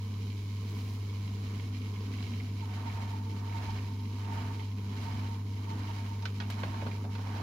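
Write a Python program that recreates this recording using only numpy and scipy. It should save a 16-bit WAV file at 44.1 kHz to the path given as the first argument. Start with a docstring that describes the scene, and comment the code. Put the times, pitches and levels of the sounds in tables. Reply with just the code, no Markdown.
"""A small room, a stereo microphone near a draining washing machine. From the start, over a faint hiss,
the mains pump hums, water fizzes and spits in the impeller, and the drum swishes softly once a turn.
From 2.6 s a rubbing door seal sings faintly on the right, and the swishes grow louder.
At 6.2 s a finger presses the plastic start button; soft knocks follow in the cabinet."""
import sys
import numpy as np
from scipy import signal
from scipy.fft import rfft, irfft, next_fast_len
from scipy.io import wavfile
from scipy.ndimage import map_coordinates

SR = 44100
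rng = np.random.default_rng(int(sys.argv[2]) if len(sys.argv) > 2 else 0)


def unload_audio(sound):
    """Save the sound as a 16-bit wav file, at the path given as the first command line argument."""
    columns = np.transpose(np.atleast_2d(sound))
    # keep every value between -1 and 1, then stretch to whole-number steps
    steps = np.round(np.clip(columns, -1, 1) * 32767)
    wavfile.write(sys.argv[1], SR, steps.astype(np.int16))


N = 327222
MAINS_HZ = 50.05

# Levels are relative: each source applies its own gains.
# steady hiss: freq_hz, level_db
HISS_SPECTRUM = [(100, 0), (1000, -14), (5000, 9.5), (7000, 7), (8100, -9), (9500, 0.5), (11500, 3.5),
                 (13500, 0), (16000, -2)]
# brief brighter hiss: freq_hz, level_db
BRIGHT_SPECTRUM = [(1500, -12), (5000, 6), (8000, -4), (10000, -2), (13000, 0), (16000, 0)]
# its one swell: start_s, end_s, level_db
BRIGHT_SWELL = (0.66, 1, -61.5)

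# laundry sweeping round, a row a revolution: crest_s, swish_db, rise_s, fall_s, slosh_db, fizz_db
SWEEPS = [(0.1, -85, .2, 0.63, -59, -57), (0.77, -63.5, 0.12, 0.19, -66, -55.5),
          (1.54, -61.5, 0.26, 0.23, -54, -54.5), (2.22, -60.5, 0.2, 0.19, -54, -53.5),
          (2.92, -52.5, 0.2, 0.2, -52, -54), (3.66, -51.5, 0.18, .14, -45.5, -52),
          (4.39, -51.5, .14, 0.14, -48.5, -52.5), (5.11, -52.5, 0.15, 0.17, -46, -53),
          (5.85, -53.5, 0.16, 0.23, -52.5, -54), (6.67, -52, 0.14, 0.2, -49, -53.5),
          (7.39, -52, 0.18, .17, -54, -55.5)]
# wet laundry on the drum: freq_hz, level_db
SWISH_SPECTRUM = [(60, -12), (150, 3), (240, 14), (380, 1), (560, -2.5), (690, 4.5), (780, 3.5), (1000, 4),
                  (1350, -0.5), (1800, -2.5), (3000, -9), (8000, -37)]
# steel drum shell: pitch_hz, width_hz, level_db
SHELL_MODES = [(698, 17, -9), (743, 19, 1.5), (765, 13, -0.5), (1012, 21, 7.5), (1091, 24, 6),
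               (1136, 19, -1), (1272, 31, -2.5), (1502, 37, -3.5), (1778, 30, -4), (1836, 28, -5)]
# water heaving in the tub: freq_hz, level_db
SLOSH_SPECTRUM = [(25, -22), (38, -15), (50, -7), (85, -2.5), (130, -8.5), (250, -18.5), (1000, -69)]
# the seal catches: crest_s, level_db, half_length_s
SEAL_CHIRPS = [(2.632, -37, 0.012), (2.882, -39, .02), (3.005, -47, 0.066), (3.139, -41, 0.027),
               (3.556, -41, 0.037), (3.684, -39.5, .03), (4.315, -39, .026), (4.386, -42, 0.04),
               (4.506, -45, 0.022), (4.621, -40, 0.02), (5.095, -45.5, 0.085), (5.333, -47, .06),
               (5.714, -40, .028), (5.9, -39.5, 0.018), (6.004, -46, .025), (6.123, -44, 0.016),
               (6.24, -47, 0.016), (6.78, -45, .05), (7.388, -40, 0.021)]
# the seal loses its grip: centre_s, depth_db, half_length_s
SEAL_GAPS = [(3.092, -10, .015), (4.79, -14, 0.077), (5.44, -16, 0.042), (5.81, -9, .04), (6.32, -10, .04)]

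# button contacts: start_s, level_db, tilt_db_per_octave, snap_db, room_db, pitch_ratio
CLICKS = [(6.223, -47.5, 7, -12, -6, 1.2), (6.2544, -30.5, 1.5, -19, -15.5, 0.98),
          (6.4012, -33, 0, -28, -11.5, 1.065), (6.417, -41, -11, -21, -18, 1.065),
          (6.501, -40, -8, -1, -7, 1), (6.816, -43, -3, -28, -24, 1.6), (6.915, -42, -8, -28, -24, 1.55)]
# button and fascia: pitch_hz, width_hz, level_db
PLASTIC_MODES = [(1165, 82, -4), (1383, 80, 3.5), (1550, 85, 6), (1770, 83, -1), (2060, 82, 0),
                 (2394, 60, 1.5), (2620, 57, -4), (3070, 140, 1), (3620, 260, -7.5), (4100, 200, -3),
                 (4530, 71, -4), (5030, 67, -14), (5570, 130, -16)]
# crack and snap of a contact: freq_hz, level_db
SNAP_SPECTRUM = [(500, -17), (1300, 2), (5000, -3), (8000, -10), (13000, -11), (16000, -18)]
# blows in the cabinet: start_s, level_db, thud_db, tilt_db_per_octave, rise_s
KNOCKS = [(6.633, -26.5, -8, -.5, .001), (6.662, -40, -4, -2, .002), (6.741, -34, -7, -1.5, .001),
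          (6.82, -33, -5, -6, .001), (6.865, -30.5, -4, -1.5, .001), (7.041, -38, 1.5, -1, .004),
          (7.15, -34.5, -14, 2.5, .002), (7.189, -36, -7, -3, .002), (7.262, -47, 6, -3, .002),
          (7.36, -40.5, 0, -1, .002), (7.396, -35.5, -4, -6, .002)]
# cabinet panels: pitch_hz, width_hz, level_db
PANEL_MODES = [(476, 66, 0), (581, 70, 2.5), (928, 64, -2), (1130, 67, 5.5), (1524, 110, -2),
               (1670, 140, -3), (2090, 200, -9), (2800, 110, -18), (3700, 90, -5), (4430, 180, -4.5)]
# panel clatter, and the room's tail after a knock or click: freq_hz, level_db
CLATTER_SPECTRUM = [(150, -36), (400, -12), (700, 5), (1000, 2), (1450, -1), (1900, -5), (2500, 0),
                    (3700, -6.5), (5500, -17), (8000, -39), (16000, -38)]
# thud under a knock: freq_hz, level_db
THUD_SPECTRUM = [(30, -20), (60, -1), (240, -1), (480, -5), (800, 2), (3000, -60)]

# air and water in the impeller: freq_hz, level_db
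FIZZ_SPECTRUM = [(500, -32), (1200, -18), (1850, -6.5), (2250, 4.5), (2700, -3.5), (3050, 3), (3450, -4),
                 (4000, 1.5), (4500, -3), (5050, -3.5), (6000, -6.5), (7000, -8), (8000, -17.5),
                 (11500, -15), (13000, -19.5), (16000, -18.5)]
# fizz and bubbles drop away: centre_s, depth_db, half_length_s
LULLS = [(1.716, -8, .015), (2.52, -5.5, 0.026), (3.22, -4.5, 0.038), (3.427, -5.5, 0.031),
         (4.07, -0.5, 0.1), (4.726, -3, 0.048), (5.42, -6, 0.039), (7.085, -10, 0.024)]
# air drawn in as the tub empties: time_s, bubble_level_db
AIR_INTAKE = [(0, -8), (1.2, -3.5), (2.2, 1.5), (7.4, 1)]
# air spitting through the pump: start_s, level_db, centre_hz
SPITS = [(0.140, -42, 3700), (0.301, -39.5, 3400), (0.319, -44, 3100), (1.097, -41.5, 3000),
         (1.2765, -40, 3000), (1.465, -42, 3000), (1.54, -44, 2000), (1.5963, -38.5, 2500),
         (1.7454, -42.5, 3000), (1.8158, -39.5, 3100), (1.957, -39, 2200), (2.052, -43, 2260),
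         (2.137, -39, 2200), (2.184, -40, 2200), (2.2662, -41, 2250), (2.336, -36.5, 2300),
         (2.399, -34.5, 2200), (2.606, -38.5, 3100), (2.8985, -38, 2300), (3.4645, -48, 3260),
         (3.495, -45, 2300), (3.525, -41, 2000), (3.704, -40, 4400), (3.756, -39, 2250), (3.785, -36, 2200),
         (4.1255, -44, 3000), (4.383, -38, 2200), (4.5956, -36, 2300), (4.7144, -39.5, 2300),
         (4.7837, -40.5, 2300), (4.9733, -42, 2300), (5.013, -43, 2250), (5.693, -44, 3500)]
# hose and impeller chamber: pitch_hz, width_hz, level_db
CHAMBER_MODES = [(2218, 73, 5), (2290, 130, -12), (2370, 44, 4), (2740, 140, 1), (3060, 100, 1.5),
                 (3260, 100, -3.5), (3680, 87, -14), (3980, 210, -0.5), (4410, 110, -2.5),
                 (5010, 160, -0.5)]
# cabinet shaken by churned water: freq_hz, level_db
RUMBLE_SPECTRUM = [(25, -27), (45, -25), (60, -11), (78, 2), (110, -4), (165, -5), (215, 4), (255, 4),
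                   (282, -6), (310, -6), (360, -14), (520, -29), (760, -27), (900, -20.5), (2000, -66)]
# pump housing: pitch_hz, width_hz, level_db
HOUSING_MODES = [(329, 30, 0), (411, 16, 4.5), (420.6, 43, 0), (455.3, 8.8, -1.5), (961, 65, -3.5),
                 (1005, 38, -3), (1050, 22, -3.5), (1113, 16, -9), (1142, 44, -4), (1268, 46, -9),
                 (1505, 37, -4.5)]
# the pump's hum: mains_multiple, level_db
HUM_HARMONICS = [(1, -64.5), (2, -36), (3, -62.5), (4, -53), (5, -61), (6, -63.5), (8, -69.5), (9, -66.5)]
# its thin whine: mains_multiple, level_db
WHINE_HARMONICS = [(19, -70.5), (20, -78), (21, -70.5), (23, -79)]

# likeness of left and right at the microphone: freq_hz, correlation
STEREO_LIKENESS = [(30, 0.76), (60, 0.9), (130, 0.96), (290, 0.96), (640, 0.75), (950, 0.31), (1410, 0),
                   (3100, 0.22), (7000, 0)]
# balance at the microphone: freq_hz, left_minus_right_db
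STEREO_BALANCE = [(100, -2), (200, -2), (380, -1), (650, -1), (950, -3.5), (1120, 0.5), (1250, -8),
                  (2380, -6), (4400, -4.5), (8120, 0), (15000, -1)]


def amp(db):
    """Decibels to gain."""
    return 10 ** (np.asarray(db) / 20)


def unit(x):
    """Scale to rms 1."""
    return x / np.sqrt(np.mean(x ** 2) + 1e-20)


def along(points, hz):
    """Read (freq_hz, value) points on a log axis."""
    freqs, values = np.transpose(points)
    return np.interp(np.log(hz + 1), np.log(freqs + 1), values)


def curve(rows):
    """(time_s, value) rows to one value per sample."""
    return np.interp(np.arange(N) / SR, *np.transpose(rows))


def bell(crest_s, rise_s, fall_s):
    """A smooth swell of height 1."""
    t = np.arange(N) / SR - crest_s
    return np.exp(-np.minimum((t / np.where(t < 0, rise_s, fall_s)) ** 2, 50))


def dips(rows):
    """Brief smooth drops in level, in dB."""
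    return sum(db * bell(s, half_s, half_s) for s, db, half_s in rows)


def wobble(rate):
    """A smooth random curve, rate knots a second."""
    coarse = np.arange(0, N + 32, 32)
    knots = rng.standard_normal(int(N * rate / SR) + 4)
    return np.interp(np.arange(N), coarse, map_coordinates(knots, [coarse * rate / SR]))


def filtered(x, response):
    """x times a response of frequency."""
    n = x.shape[-1]
    padded = next_fast_len(n + 8192)
    return irfft(rfft(x, padded) * response(np.fft.rfftfreq(padded, 1 / SR)), padded)[..., :n]


def rolloff(top_hz, order):
    """A low-pass response."""
    return lambda hz: 1 / (1 + (hz / top_hz) ** order)


def colour(x, spectrum):
    """x through a spectrum table, at rms 1."""
    return unit(filtered(x, lambda hz: amp(along(spectrum, hz))))


def ring(x, modes):
    """x through a body's resonances, at rms 1."""
    def response(hz):
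        return sum(amp(db) * 1j * hz * width / (pitch ** 2 - hz ** 2 + 1j * hz * width)
                   for pitch, width, db in modes)
    return unit(filtered(x, response))


def noise(size=N):
    """Two unrelated white noises."""
    return rng.standard_normal((2, size))


def burst(spectrum, t, t60):
    """Coloured noise that starts at once and dies away."""
    return colour(noise(len(t)), spectrum) * amp(-60 * t / t60)


def add(track, start_s, sound):
    """Mix a sound into a track."""
    part = track[:, round(start_s * SR):][:, :sound.shape[-1]]
    part += sound[..., :part.shape[-1]]


def struck(modes, t, pitch_ratio, tone_share):
    """A struck body before its decay: its modes as tones, blurred by noise."""
    modes = [(hz * pitch_ratio, width, db) for hz, width, db in modes]
    tones = sum(np.sqrt(width) * amp(db) * np.sin(2 * np.pi * (hz * t + rng.random((2, 1))))
                for hz, width, db in modes)
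    blur = ring(noise(len(t)), modes)
    return np.sqrt(tone_share) * unit(tones) + np.sqrt(1 - tone_share) * blur


def contact(modes, tilt_db, pivot_hz, top_hz, order):
    """The response of a contact: a softer one puts less into the high modes."""
    lowest_hz, lowpass = modes[0][0], rolloff(top_hz, order)
    return lambda hz: amp(tilt_db * np.log2(np.maximum(hz, lowest_hz) / pivot_hz)) * lowpass(hz)


def torque(mains_phase, depth):
    """The pump's throb, twice a mains cycle, as a gain."""
    return 1 + depth * np.cos(2 * mains_phase)


def hiss(floor_db=-64.5, edge_s=0.06):
    """A steady hiss, joined briefly by a brighter one."""
    start, end, db = BRIGHT_SWELL
    swell = curve([(start - edge_s, 0), (start + edge_s, 1), (end - edge_s, 1), (end + edge_s, 0)])
    steady = amp(floor_db) * colour(noise(), HISS_SPECTRUM)
    return steady + amp(db) * swell * colour(noise(), BRIGHT_SPECTRUM)


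def revolutions(slosh_lag_s=0.041, slosh_stretch=0.57, fizz_stretch=1.36):
    """Each sweep of laundry swells the swish, heaves the water and feeds the pump: three gains."""
    swish, slosh, fizz = amp([-68, -61, -58]) ** 2  # resting powers
    for s, swish_db, rise, fall, slosh_db, fizz_db in SWEEPS:
        swish += amp(swish_db) ** 2 * bell(s, rise, fall)
        slosh += amp(slosh_db) ** 2 * bell(s + slosh_lag_s, slosh_stretch * rise, slosh_stretch * fall)
        fizz += amp(fizz_db) ** 2 * bell(s, fizz_stretch * rise, fizz_stretch * fall)
    return np.sqrt([swish, slosh, fizz])


def drum(sweep, heave):
    """Wet laundry sweeps round and rings the steel shell; water heaves in the tub."""
    swish = amp(3.5) * colour(noise(), SWISH_SPECTRUM)
    shell = amp(-4) * ring(noise(), SHELL_MODES)
    flutter = amp(wobble(45))
    return sweep * flutter * (swish + shell) + heave * colour(noise(), SLOSH_SPECTRUM)


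def seal(mains_phase, sweep, start_s=2.6, grip_s=0.021, pitch_hz=913, drift_hz=5, roughness=0.62):
    """The door seal rubs harder with each sweep and sometimes catches: a rough tone the pump shakes."""
    gripping = np.clip((np.arange(N) / SR - start_s) / grip_s, 0, 1)
    rub = gripping * amp(-51.5 + dips(SEAL_GAPS) + wobble(20)) * (sweep / sweep.max()) ** 0.51
    chirps = sum(amp(db - 5) * bell(s, half_s, half_s) for s, db, half_s in SEAL_CHIRPS)
    angle = 2 * np.pi * np.cumsum(pitch_hz + drift_hz * wobble(12)) / SR
    slip = lambda: wobble(80) + 1j * wobble(80)
    # the tone reaches the microphone's left side weaker and out of step; the room scatters a share
    direct = np.outer([amp(-9) * np.exp(1.54j), 1], 1 + roughness * slip())
    scattered = 0.22 * np.array([slip(), slip()])
    tone = np.real((direct + scattered) * torque(mains_phase, depth=0.23) * np.exp(1j * angle))
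    return np.hypot(rub, chirps) * unit(tone)


def button(ring_t60=0.07, crack_t60=0.012, rise_s=0.00015):
    """Each contact cracks and snaps, rings the plastic fascia and leaves a short tail in the room."""
    out, t = np.zeros((2, N)), np.arange(SR // 3) / SR
    for s, db, tilt_db, snap_db, room_db, pitch_ratio in CLICKS:
        touch = contact(PLASTIC_MODES, tilt_db, pivot_hz=2000, top_hz=6500, order=10)
        plastic = struck(PLASTIC_MODES, t, pitch_ratio, tone_share=0.45)
        fascia = amp(-3 - 60 * t / ring_t60) * unit(filtered(plastic, touch))
        crack_noise = colour(noise(len(t)), SNAP_SPECTRUM)
        crack = amp(-6 - 60 * t / crack_t60) * unit(filtered(crack_noise, touch))
        snap = amp(snap_db - 1) * burst(SNAP_SPECTRUM, t, t60=0.07)
        room = amp(room_db) * burst(CLATTER_SPECTRUM, t, t60=0.24)
        add(out, s, amp(db) * (crack + fascia + snap + room) * (1 - np.exp(-t / rise_s)))
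    return out


def knocks(clack_t60=0.068):
    """Blows inside the cabinet ring its panels over a low thud, with a short tail in the room."""
    out, t = np.zeros((2, N)), np.arange(SR // 3) / SR
    for s, db, thud_db, tilt_db, rise_s in KNOCKS:
        blow = contact(PANEL_MODES, tilt_db, pivot_hz=1000, top_hz=5800, order=4)
        panels = struck(PANEL_MODES, t, pitch_ratio=0.96, tone_share=0.66)
        clatter = amp(-4) * colour(noise(len(t)), CLATTER_SPECTRUM)
        clack = amp(-6 - 60 * t / clack_t60) * unit(filtered(panels + clatter, blow))
        room = amp(-22) * burst(CLATTER_SPECTRUM, t, t60=0.19)
        thud = amp(thud_db - 7) * burst(THUD_SPECTRUM, t, t60=0.18)
        add(out, s, amp(db) * (clack + room + thud) * (1 - np.exp(-t / rise_s)))
    return out


def chamber(x):
    """The hose and impeller chamber ring; the cabinet holds back the highest treble."""
    return ring(filtered(x, rolloff(top_hz=6000, order=6)), CHAMBER_MODES)


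def water(mains_phase, flow, bubbles_per_s=250, spread_db=11, bubble_t60=0.043):
    """Air churns in the impeller: a fizz, and collapsing bubbles that ring the chamber."""
    t = np.arange(SR // 8) / SR
    throb = torque(mains_phase, depth=0.19)
    fizz = amp(-2.5) * colour(noise() * throb, FIZZ_SPECTRUM)
    collapses = (rng.random(N) < bubbles_per_s / SR) * amp(rng.uniform(-spread_db, spread_db, N))
    decays = signal.fftconvolve(collapses, amp(-60 * t / bubble_t60))[:N]
    bubbles = amp(curve(AIR_INTAKE) - 8) * chamber(noise() * decays * throb)
    return flow * amp(dips(LULLS) + 1.4 * wobble(40)) * (fizz + bubbles)


def spits(t60=0.066, spread_octaves=0.67):
    """Air spits through the pump, each time ringing the chamber around one pitch."""
    out, t = np.zeros((2, N)), np.arange(SR // 8) / SR
    for s, db, centre_hz in SPITS:
        band = lambda hz: 1 / (1 + (np.log2((hz + 1) / centre_hz) / spread_octaves) ** 2)
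        spit = unit(filtered(chamber(noise(len(t))), band))
        add(out, s, amp(db - 9 - 60 * t / t60) * spit)
    return out


def pump_churn(mains_phase, growth_db=1):
    """Churned water shakes the cabinet, slowly harder, and rings the housing at each torque pulse."""
    rumble_db = -48 + growth_db * np.arange(N) / N + 1.5 * wobble(9)
    rumble = amp(rumble_db) * colour(noise(), RUMBLE_SPECTRUM)
    pulses = filtered(noise() * torque(mains_phase, depth=1), rolloff(top_hz=1400, order=6))
    return rumble + amp(-57 + 1.77 * wobble(8)) * ring(pulses, HOUSING_MODES)


def pump_hum(mains_phase):
    """The magnet pulls steadily twice a mains cycle; the other harmonics waver with the load."""
    out = np.zeros(N)
    for multiple, db in HUM_HARMONICS + WHINE_HARMONICS:
        waver_db = 0.06 if multiple == 2 else 2
        peak = np.sqrt(2) * amp(db + waver_db * wobble(7))
        out += peak * np.sin(multiple * mains_phase + rng.uniform(0, 2 * np.pi))
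    return out


def at_microphone(pair):
    """Two unrelated signals to left and right: shared in the bass, apart in the treble, leaning right."""
    turn = lambda hz: np.arccos(along(STEREO_LIKENESS, hz)) / 2
    mid, side = filtered(pair, lambda hz: np.array([np.cos(turn(hz)), np.sin(turn(hz))]))
    balance = lambda hz: amp(np.outer([0.5, -0.5], along(STEREO_BALANCE, hz)))
    return filtered(np.array([mid + side, mid - side]), balance)


def scene():
    """The hum fills the room evenly; the rest of the machine sits to the right of the microphone."""
    mains_phase = 2 * np.pi * np.cumsum(MAINS_HZ + 0.019 * wobble(3.14)) / SR
    sweep, heave, flow = revolutions()
    draining = pump_churn(mains_phase) + water(mains_phase, flow) + spits()
    pair = draining + drum(sweep, heave) + button() + knocks() + hiss()
    return pump_hum(mains_phase) + seal(mains_phase, sweep) + at_microphone(pair)


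def record(dry):
    """The recorder keeps nothing above its band limit."""
    return filtered(dry, lambda hz: hz < 15850)


dry = scene()
out = record(dry)
unload_audio(out)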